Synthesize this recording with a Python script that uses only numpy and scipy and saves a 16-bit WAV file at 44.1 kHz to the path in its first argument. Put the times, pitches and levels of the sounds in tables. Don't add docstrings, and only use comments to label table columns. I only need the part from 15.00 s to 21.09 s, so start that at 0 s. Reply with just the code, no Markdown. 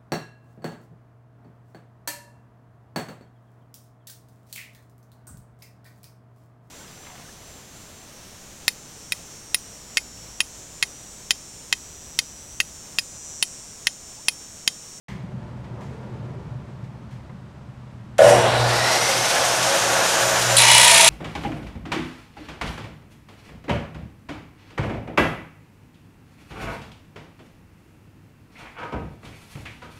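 import sys
import numpy as np
from scipy import signal
from scipy.fft import rfft, irfft
from scipy.io import wavfile
from scipy.ndimage import map_coordinates

SR = 44100
rng = np.random.default_rng(int(sys.argv[2]) if len(sys.argv) > 2 else 0)


def wav_record(signal):
    frames = np.transpose(np.atleast_2d(signal))
    bounded = np.clip(frames, -1, 1)
    quanta = np.round(bounded * 32767).astype(np.int16)
    wavfile.write(sys.argv[1], SR, quanta)


N = 268569
TIME = np.arange(N) / SR
FREQS = np.maximum(np.fft.rfftfreq(N, 1 / SR), 1)

SWITCH_S, KICK_S, CONTACT_S = 3.182, 3.19, 5.567
MAINS_HZ = 60

# f/Hz, level/dB
GRIND_SPECTRUM = [(260, -58), (450, -14), (650, -3.5), (818, -8), (949, 3.5), (1040, -7.5), (1210, -3),
                  (1320, -9), (1930, -0.5), (2410, 3), (2960, -2), (3130, -7), (3810, -6.5), (4520, -9),
                  (7000, -7.5), (9100, -37), (15400, -120)]
SPARK_SPECTRUM = [(2940, 2), (5000, -5), (6160, -9), (6520, -12), (7370, 3), (8220, -1), (9650, 0.5),
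                  (10750, 1), (11400, -8), (12500, -12.5), (13600, -14), (14400, -32), (15500, -41)]
RASP_SPECTRUM = [(1900, -11), (2500, -3), (3400, -4.5), (4200, -4), (5400, -2.5), (6800, -4)]
# f/Hz, width/Hz, level/dB
STUD_RESONANCES = [(670, 21, -3), (900, 91, 4), (2500, 190, 2.5), (3080, 120, -5), (3300, 200, 2.5),
                   (3900, 350, 3), (4320, 120, 2.5), (7550, 400, 2.5), (8610, 190, 5), (8900, 200, -4),
                   (9380, 350, 4.5), (9830, 320, 6.5), (10180, 170, -8)]
SINGING_ORDERS = (11, 15, 15.5, 16, 20, 30, 32, 36, 38, 39, 40, 42, 48, 49, 54, 63, 64, 71, 85)
# level/dB, loudest t/s, half length/s
SINGING_SWELLS = [(-25, 5.98, .09), (-27.5, 5.85, .3), (-26, 5.99, .07), (-24.5, 5.77, .17),
                  (-38.5, 5.95, .15), (-28, 5.92, .12), (-25, 5.7, .25), (-31, 5.95, .08), (-29, 5.77, .08),
                  (-33, 5.74, .065), (-26.5, 5.84, .2), (-29, 5.63, .09), (-22.5, 5.74, .14),
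                  (-30, 5.73, .09), (-26, 5.89, .06), (-30, 5.79, .13), (-28.5, 5.7, .35), (-32, 5.92, .08),
                  (-29.5, 5.72, .1)]
# speed gained/(turns per s), time constant/s
SPIN_UP = [(26.22, .155), (36.72, .8)]
# f/Hz, level/dB
ROAR_SPECTRUM = [(150, -25.5), (260, -14.5), (350, -12), (445, -15.5), (466, -3), (511, -8.5), (541, 2),
                 (586, -7.5), (642, 0.5), (1010, -5.5), (1070, -7), (1260, -7), (1510, -7), (2110, -10.5),
                 (4000, -17.5), (5200, -77), (8800, -120)]
HISS_SPECTRUM = [(1470, -42), (2500, -0.5), (4300, -1), (5660, 0), (7280, -3), (8040, -3.5), (9370, -4),
                 (10100, -7.5), (12900, -15), (14400, -26), (15500, -54)]
# f/Hz, level/dB, t60/s
HOUSING_NOTES = [(490, -27.5, 0.23), (589.5, -11.5, 0.11), (554, -11.5, 0.046), (640.3, -12, 0.14),
                 (720, -22, 0.15), (746, -24.5, 0.18), (1463, -2, 0.052), (1683, -10, 0.1)]
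# order, level/dB
WOBBLE_NOTES = [(1, -76), (2, -79), (3, -40.5), (6, -41), (7, -44), (9, -39.5)]
# f/Hz, width/Hz, level/dB
HOWL_BANDS = [(643, 40, -5), (1128, 14, -5), (1530, 910, 1)]
# level/dB, power of speed, resonance f/Hz, width/Hz, level/dB
GEAR_WHINE = (-48, 2.1, 1990, 400, -30.5)
GEAR_OVERTONE = (-52, 2.1, 4000, 500, -33)
COMMUTATOR_WHINE = (-26.5, 18, 5850, 1150, -33.8)
RIM_WHISTLE = (-36.5, 17, 10400, 700, -50)
# t/s, level/dB
GEAR_KNOCKS = [(3.190, 0), (3.204, 0), (3.217, 5), (3.231, -13), (3.243, 1.5), (3.252, -3.5), (3.264, 2.5),
               (3.274, -2), (3.286, -8), (3.307, -1), (3.319, -3.5), (3.331, -9), (3.350, -12),
               (3.366, -12), (3.378, -23), (3.440, -7.5), (3.452, -21), (3.464, -9)]
# multiple of twice MAINS_HZ, level/dB
BUZZ_NOTES = [(3, -12.5), (4, -6.5), (5, -8.5), (6, -8), (7, -14)]
# f/Hz, level/dB
SHUDDER_SPECTRUM = [(45, -21), (90, -6), (220, -3.5), (320, -10), (420, -3), (800, 3), (1100, -2.5)]
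# f/Hz, width/Hz, level/dB, fade/(dB per s)
SQUEAL_BANDS = [(1870, 840, -12.5, 41), (2890, 110, -19.5, 24), (5560, 180, -25, 8), (5860, 150, -22, 28),
                (7440, 960, -29, -4), (8580, 130, -26, 8), (9850, 90, -33, 12), (10440, 120, -29.5, 18)]
# order, f/Hz, level/dB, width/Hz
HUM_SWELLS = [(2, 117.2, -35, 1.5), (2, 122, -28.5, 1.7), (3, 121, -21, 15)]
# f/Hz, level/dB
SWITCH_SPECTRUM = [(500, -4), (1500, 5), (3000, 3), (5000, -8), (7500, -4), (10500, -10), (14000, -25)]
# t/s, level/dB, rise/s, t60/s, brightness/(dB per octave)
STUD_TAPS = [(0.082, -42.5, 0.0016, 0.65, 5), (.465, -54, .004, .15, -6), (.64, -48, 0.006, 0.18, 2.5),
             (.762, -45, 0.004, 0.3, -9), (.80, -51.5, 0.011, 0.99, 7), (1.283, -43.5, .005, 0.2, -10),
             (1.838, -54.5, .003, 0.15, 7), (2.105, -54, 0.0081, 0.53, 7.5), (2.293, -46, .004, 0.13, -4.5)]
# loudest t/s, level/dB, half length/s, f/Hz, width/Hz
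STUD_PUSHES = [(0.81, -44, 0.043, 760, 700), (.955, -43.5, 0.051, 447, 110), (1.068, -45, 0.02, 470, 330),
               (1.14, -44, 0.045, 390, 130), (1.238, -47, 0.014, 485, 200), (1.33, -46, 0.024, 560, 600),
               (1.38, -42.5, 0.025, 377, 150)]
# f/Hz, level/dB
CLATTER_SPECTRUM = [(350, -2), (600, 1), (875, -10), (948, 4), (1240, 0), (1350, -1), (1480, -0.5),
                    (2160, 1), (2600, -9.5), (3320, -11), (3850, -16.5), (6870, -25.5), (15000, -52)]
SHUFFLE_SPECTRUM = [(200, 9.5), (380, 1), (600, 2), (1000, -3.5), (2000, -13), (4000, -22.5), (8000, -30.5),
                    (13000, -50)]
# f/Hz, width/Hz, level/dB
BENCH_RESONANCES = [(371.7, 21, 10), (484, 19, 2), (594, 28, 8), (734, 64, -1), (884, 36, 6),
                    (965, 60, 5.5), (1290, 27, -1), (1404, 16, 9), (1470, 26, -2)]
# t/s, level/dB, f/Hz
FOOTSTEPS = [(0.112, -22, 191), (0.147, -21, 174), (0.234, -17.5, 178), (0.339, -18, 186),
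             (0.37, -23.5, 130), (0.708, -21, 138), (0.884, -30, 150), (1.317, -24, 150), (1.391, -24, 173),
             (1.463, -16, 133), (1.512, -18, 127), (1.554, -18.5, 133), (1.831, -19.5, 125)]
# f/Hz, level/dB
RUMBLE_SPECTRUM = [(20, -17), (40, -27), (65, -7.5), (98, -11), (122, 4), (150, -10), (200, -7.5),
                   (260, -19.5), (400, -69)]
VENTILATION_SPECTRUM = [(280, -1), (450, -7), (700, -7), (1100, -8.5), (2000, -16.5), (4000, -25),
                        (8000, -33), (11000, -41), (15000, -48)]


def cutting(turns):
    bite_lag, rasp_lag = .2, .27
    angle = 2 * np.pi * (turns - np.interp(CONTACT_S, TIME, turns) - bite_lag)
    bite = np.cos(angle) + .091 * np.cos(2 * angle) - .74 * np.cos(angle / 2)
    stud = body(STUD_RESONANCES)
    grind = after(CONTACT_S, .039) * from_db(-18.5 + .5 * bite + .99 * drift(240))
    grind *= shaped(grit(turns, repeat=.64), colour(GRIND_SPECTRUM) * stud)
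    rebound_db = -9 * np.exp(-((TIME - 5.652) / .027) ** 2)
    sparks = from_db(-20 + rebound_db + 4 * bite + drift(250))
    sparks *= shaped(grit(turns, repeat=.7), colour(SPARK_SPECTRUM) * stud)
    tearing_db = 2.5 * np.cos(angle - 2 * np.pi * rasp_lag)
    rasp = after(CONTACT_S, .023) * from_db(-21.5 + tearing_db) * shaped(chips(), colour(RASP_SPECTRUM))
    singing = after(CONTACT_S, .017) * singing_steel(turns)
    snap = from_db(-15.5) * fade(CONTACT_S, t60=.21) * noise(band(4000, 460) * stud)
    first_bite = 1 + 1.9 * np.exp(-since(CONTACT_S) / .013)
    cut = after(CONTACT_S, .00097) * (first_bite * (grind + sparks) + rasp + snap)
    return room_echo(cut, echo_db=-3.5, t60=1) + singing


def grit(turns, repeat, size=720):
    rim = irfft(np.exp(2j * np.pi * rng.random(size // 2 + 1)), size)
    passing = rms_one(map_coordinates(rim, [turns * size % size], order=3, mode="grid-wrap"))
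    return np.sqrt(repeat) * passing + np.sqrt(1 - repeat) * white()


def chips(per_second=7000, spread_db=2.5):
    sizes = from_db(spread_db * np.minimum(rng.exponential(1, N), 4)) * rng.choice([-1, 1], N)
    return rms_one(sizes * (rng.random(N) < per_second / SR))


def singing_steel(turns):
    out = np.zeros(N)
    for order, (db, t, length) in zip(SINGING_ORDERS, SINGING_SWELLS):
        swell = from_db(db) / (1 + ((TIME - t) / length) ** 2)
        out += swell * tone(order * turns, blur=.5 + .006 * order, blur_hz=10 + .35 * order)
    return out


def wheel_speed():
    free = sum(gained * (1 - np.exp(-since(KICK_S) / lag)) for gained, lag in SPIN_UP)
    return free - 9.2 * since(CONTACT_S) ** 2


def motor(speed, pace, turns):
    in_steel = after(CONTACT_S, .0052)
    fan_gain, hiss_gain = from_db(-4.5 * in_steel), from_db(-12 * in_steel)
    airflow = from_db(-23.5) * hiss_gain * np.minimum(pace / .8, 1) ** 4.4
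    out = fan_gain * fan_roar(pace)
    out += hiss(pace, turns, airflow)
    out += wheel_wobble(pace, turns)
    out += air_rush(pace, turns, airflow)
    out += fan_gain * fan_howl(pace)
    out += hiss_gain * whines(speed, pace, turns)
    running = .16 * after(SWITCH_S, .00066) + .7 * after(KICK_S, .0012)
    return running * out


def fan_roar(pace):
    level_db = -21.5 - (1 - pace)
    roar = from_db(level_db + 1.38 * drift(8.1)) * noise(colour(ROAR_SPECTRUM))
    drone = from_db(level_db - 10) * shaped(housing(white()), FREQS > 400)
    return roar + drone


def hiss(pace, turns, airflow):
    rise_s, hold_s = .059, .065
    sparks = from_db(-25) * after(SWITCH_S, rise_s) * fade(SWITCH_S + rise_s + hold_s, t60=.93)
    pulsing = 1 + .14 * (1 - pace) * np.cos(4 * np.pi * MAINS_HZ * TIME)
    swish = 1 + .045 * np.cos(2 * np.pi * turns)
    level = np.hypot(sparks, airflow) * from_db(drift(24)) * pulsing * swish
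    return level * noise(colour(HISS_SPECTRUM))


def wheel_wobble(pace, turns):
    notes = sum(from_db(db) * tone(order * turns, blur=.11, blur_hz=4.5) for order, db in WOBBLE_NOTES)
    return pace ** 4 * notes


def air_rush(pace, turns, airflow):
    vents = from_db(-28.5) * np.minimum(pace / .64, 1) ** .43 * tone(104 * turns, blur=30, blur_hz=1110)
    rim = from_db(-19) * airflow * pace ** 4 * tone(165 * turns, blur=30, blur_hz=2200)
    return vents + rim


def fan_howl(pace, guard_hz=552):
    howl = sum(from_db(db) * noise(band(hz, width)) for hz, width, db in HOWL_BANDS)
    hollow = tone(guard_hz * TIME, blur=.9, blur_hz=6.7)
    return from_db(-25.5) * pace ** 8.4 * howl + from_db(-30.5) * pace ** 6 * hollow


def whines(speed, pace, turns):
    gear, bars, rim = 43, 117.15, 197.1

    def strength(whine, order):
        db, power, hz, width, swell_db = whine
        swell = from_db(swell_db) / (1 + (2 * (order * speed - hz) / width) ** 4)
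        return np.hypot(from_db(db) * pace ** power, swell)

    out = sum(strength(GEAR_WHINE, k) * tone(k * turns, blur=1.8, blur_hz=60) for k in (gear - 2, gear))
    out += strength(GEAR_OVERTONE, 2 * gear) * tone(2 * gear * turns, blur=8, blur_hz=250)
    bars_gain = strength(COMMUTATOR_WHINE, bars)
    out += bars_gain * tone(bars * turns, blur=.3, blur_hz=12)
    out += bars_gain * from_db(-17) * tone(2 * bars * turns, blur=12, blur_hz=200)
    return out + strength(RIM_WHISTLE, rim) * tone(rim * turns, blur=.4, blur_hz=18)


def gear_knocks():
    ringing = housing(clicks(GEAR_KNOCKS))
    thud = signal.sosfilt(signal.butter(3, [510, 860], "band", fs=SR, output="sos"), ringing)
    clank = signal.sosfilt(signal.butter(2, [1300, 1900], "band", fs=SR, output="sos"), ringing)
    return room_echo(from_db(3.5) * thud + from_db(-19.5) * clank, echo_db=-13, t60=.8)


def housing(force):
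    return sum(from_db(db) * ring(force, hz, t60) for hz, db, t60 in HOUSING_NOTES)


def starting_growl(current):
    buzz = sum(from_db(db) * tone(k * 2 * MAINS_HZ * TIME, blur=.85, blur_hz=7.5) for k, db in BUZZ_NOTES)
    shudder = from_db(1) * noise(colour(SHUDDER_SPECTRUM))
    squeal = sum(from_db(9 + db - fall * since(KICK_S)) * noise(band(hz, width))
                 for hz, width, db, fall in SQUEAL_BANDS)
    return current * from_db(-12.5) * (buzz + shudder + squeal * after(3.21, .025))


def hum(speed, current):
    power = (from_db(-18.5) * current) ** 2
    for order, hz, db, width in HUM_SWELLS:
        power += (from_db(db) / (1 + (2 * (order * speed - hz) / width) ** 2)) ** 2
    wave = tone(2 * MAINS_HZ * TIME, blur=.023, blur_hz=9.8)
    wave += from_db(-19.5) * tone(MAINS_HZ * TIME, blur=1, blur_hz=19)
    steadying = from_db(-19 * since(CONTACT_S))
    return after(KICK_S, .03) * steadying * np.sqrt(power) * wave


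def switch():
    return from_db(-23) * after(SWITCH_S, .0003) * fade(SWITCH_S, t60=.3) * noise(colour(SWITCH_SPECTRUM))


def stud_taps():
    out = np.zeros(N)
    for t, db, rise, t60, brightness in STUD_TAPS:
        touch = from_db(db) * after(t, rise) * fade(t + rise, t60)
        out += touch * noise(colour(CLATTER_SPECTRUM) * from_db(brightness * np.log2(FREQS)))
    return out


def stud_dragging():
    out = np.zeros(N)
    for t, db, length, hz, width in STUD_PUSHES:
        push = from_db(db) * np.exp(-.5 * ((TIME - t) / length) ** 2)
        out += push * noise(band(hz, width) * colour(CLATTER_SPECTRUM) ** .5)
    return out


def footsteps():
    return sum(ring(clicks([(t, db)]), hz, t60=.068) * after(t, .0091) for t, db, hz in FOOTSTEPS)


def shuffling(busy_db):
    return from_db(-44 + busy_db + drift(26)) * noise(colour(SHUFFLE_SPECTRUM) * body(BENCH_RESONANCES))


def room_noise(busy_db):
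    room = from_db(-39 - 2 * after(KICK_S, .1))
    floor = from_db(-37.5 + busy_db)
    rumble = np.hypot(room, floor) * noise(colour(RUMBLE_SPECTRUM))
    return rumble + from_db(-51.5) * noise(colour(VENTILATION_SPECTRUM))


def room_echo(x, echo_db, t60):
    t = TIME[:SR]
    tail = rng.standard_normal(SR) * from_db(-60 * t / t60) * (t > .011)
    return x + from_db(echo_db) * signal.fftconvolve(x, tail / np.linalg.norm(tail))[:N]


def from_db(db):
    return 10 ** (np.asarray(db) / 20)


def rms_one(x):
    return x / np.sqrt(np.mean(x ** 2) + 1e-20)


def since(start):
    return np.maximum(TIME - start, 0)


def after(start, rise):
    return np.clip((TIME - start) / rise, 0, 1)


def fade(start, t60):
    return from_db(-60 * since(start) / t60)


def clicks(events):
    out = np.zeros(N)
    for t, db in events:
        out[int(t * SR)] = from_db(db)
    return out


def white():
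    return rng.standard_normal(N)


def shaped(x, gain):
    return rms_one(irfft(rfft(x) * gain, N))


def noise(gain):
    return shaped(white(), gain)


def drift(rate_hz):
    return noise(1 / (1 + (FREQS / rate_hz) ** 2))


def colour(spectrum):
    hz, db = np.transpose(spectrum)
    octaves_outside = np.maximum(np.log2(hz[0] / FREQS), 0) + np.maximum(np.log2(FREQS / hz[-1]), 0)
    return from_db(np.interp(np.log(FREQS), np.log(hz), db) - 62 * octaves_outside)


def band(hz, width):
    return 1 / (1 + (2 * (FREQS - hz) / width) ** 2)


def body(resonances):
    return from_db(sum(db * band(hz, width) for hz, width, db in resonances))


def ring(x, hz, t60):
    decay, step = from_db(-60 / (t60 * SR)), 2 * np.pi * hz / SR
    return signal.lfilter([0, np.sin(step)], [1, -2 * decay * np.cos(step), decay ** 2], x + 1e-18)


def tone(cycles, blur, blur_hz):
    flutter = 1 + blur * (drift(blur_hz) + 1j * drift(blur_hz))
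    return np.real(flutter * np.exp(2j * np.pi * cycles)) / np.sqrt(.5 + blur ** 2)


def scene():
    speed = wheel_speed()
    pace = speed / sum(gained for gained, lag in SPIN_UP)
    turns = np.cumsum(speed) / SR
    current = after(SWITCH_S, .16) * (1 - pace) ** 1.62
    saw = switch() + gear_knocks() + starting_growl(current)
    saw += motor(speed, pace, turns) + hum(speed, current) + cutting(turns)
    busiest_s = 1.21
    busy_db = -3 * np.maximum(busiest_s - TIME, 0) - 9 * since(busiest_s)
    background = room_noise(busy_db) + shuffling(busy_db) + stud_taps() + stud_dragging() + footsteps()
    return (saw + background)[None]


def record(dry, start_s=.083, cutoff_hz=15700):
    rounded = dry / (1 + dry ** 6) ** (1 / 6)
    treble_cut = signal.ellip(10, .1, 90, cutoff_hz, fs=SR, output="sos")
    return signal.sosfilt(treble_cut, rounded * after(start_s, .001))


dry = scene()
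out = record(dry)
wav_record(out)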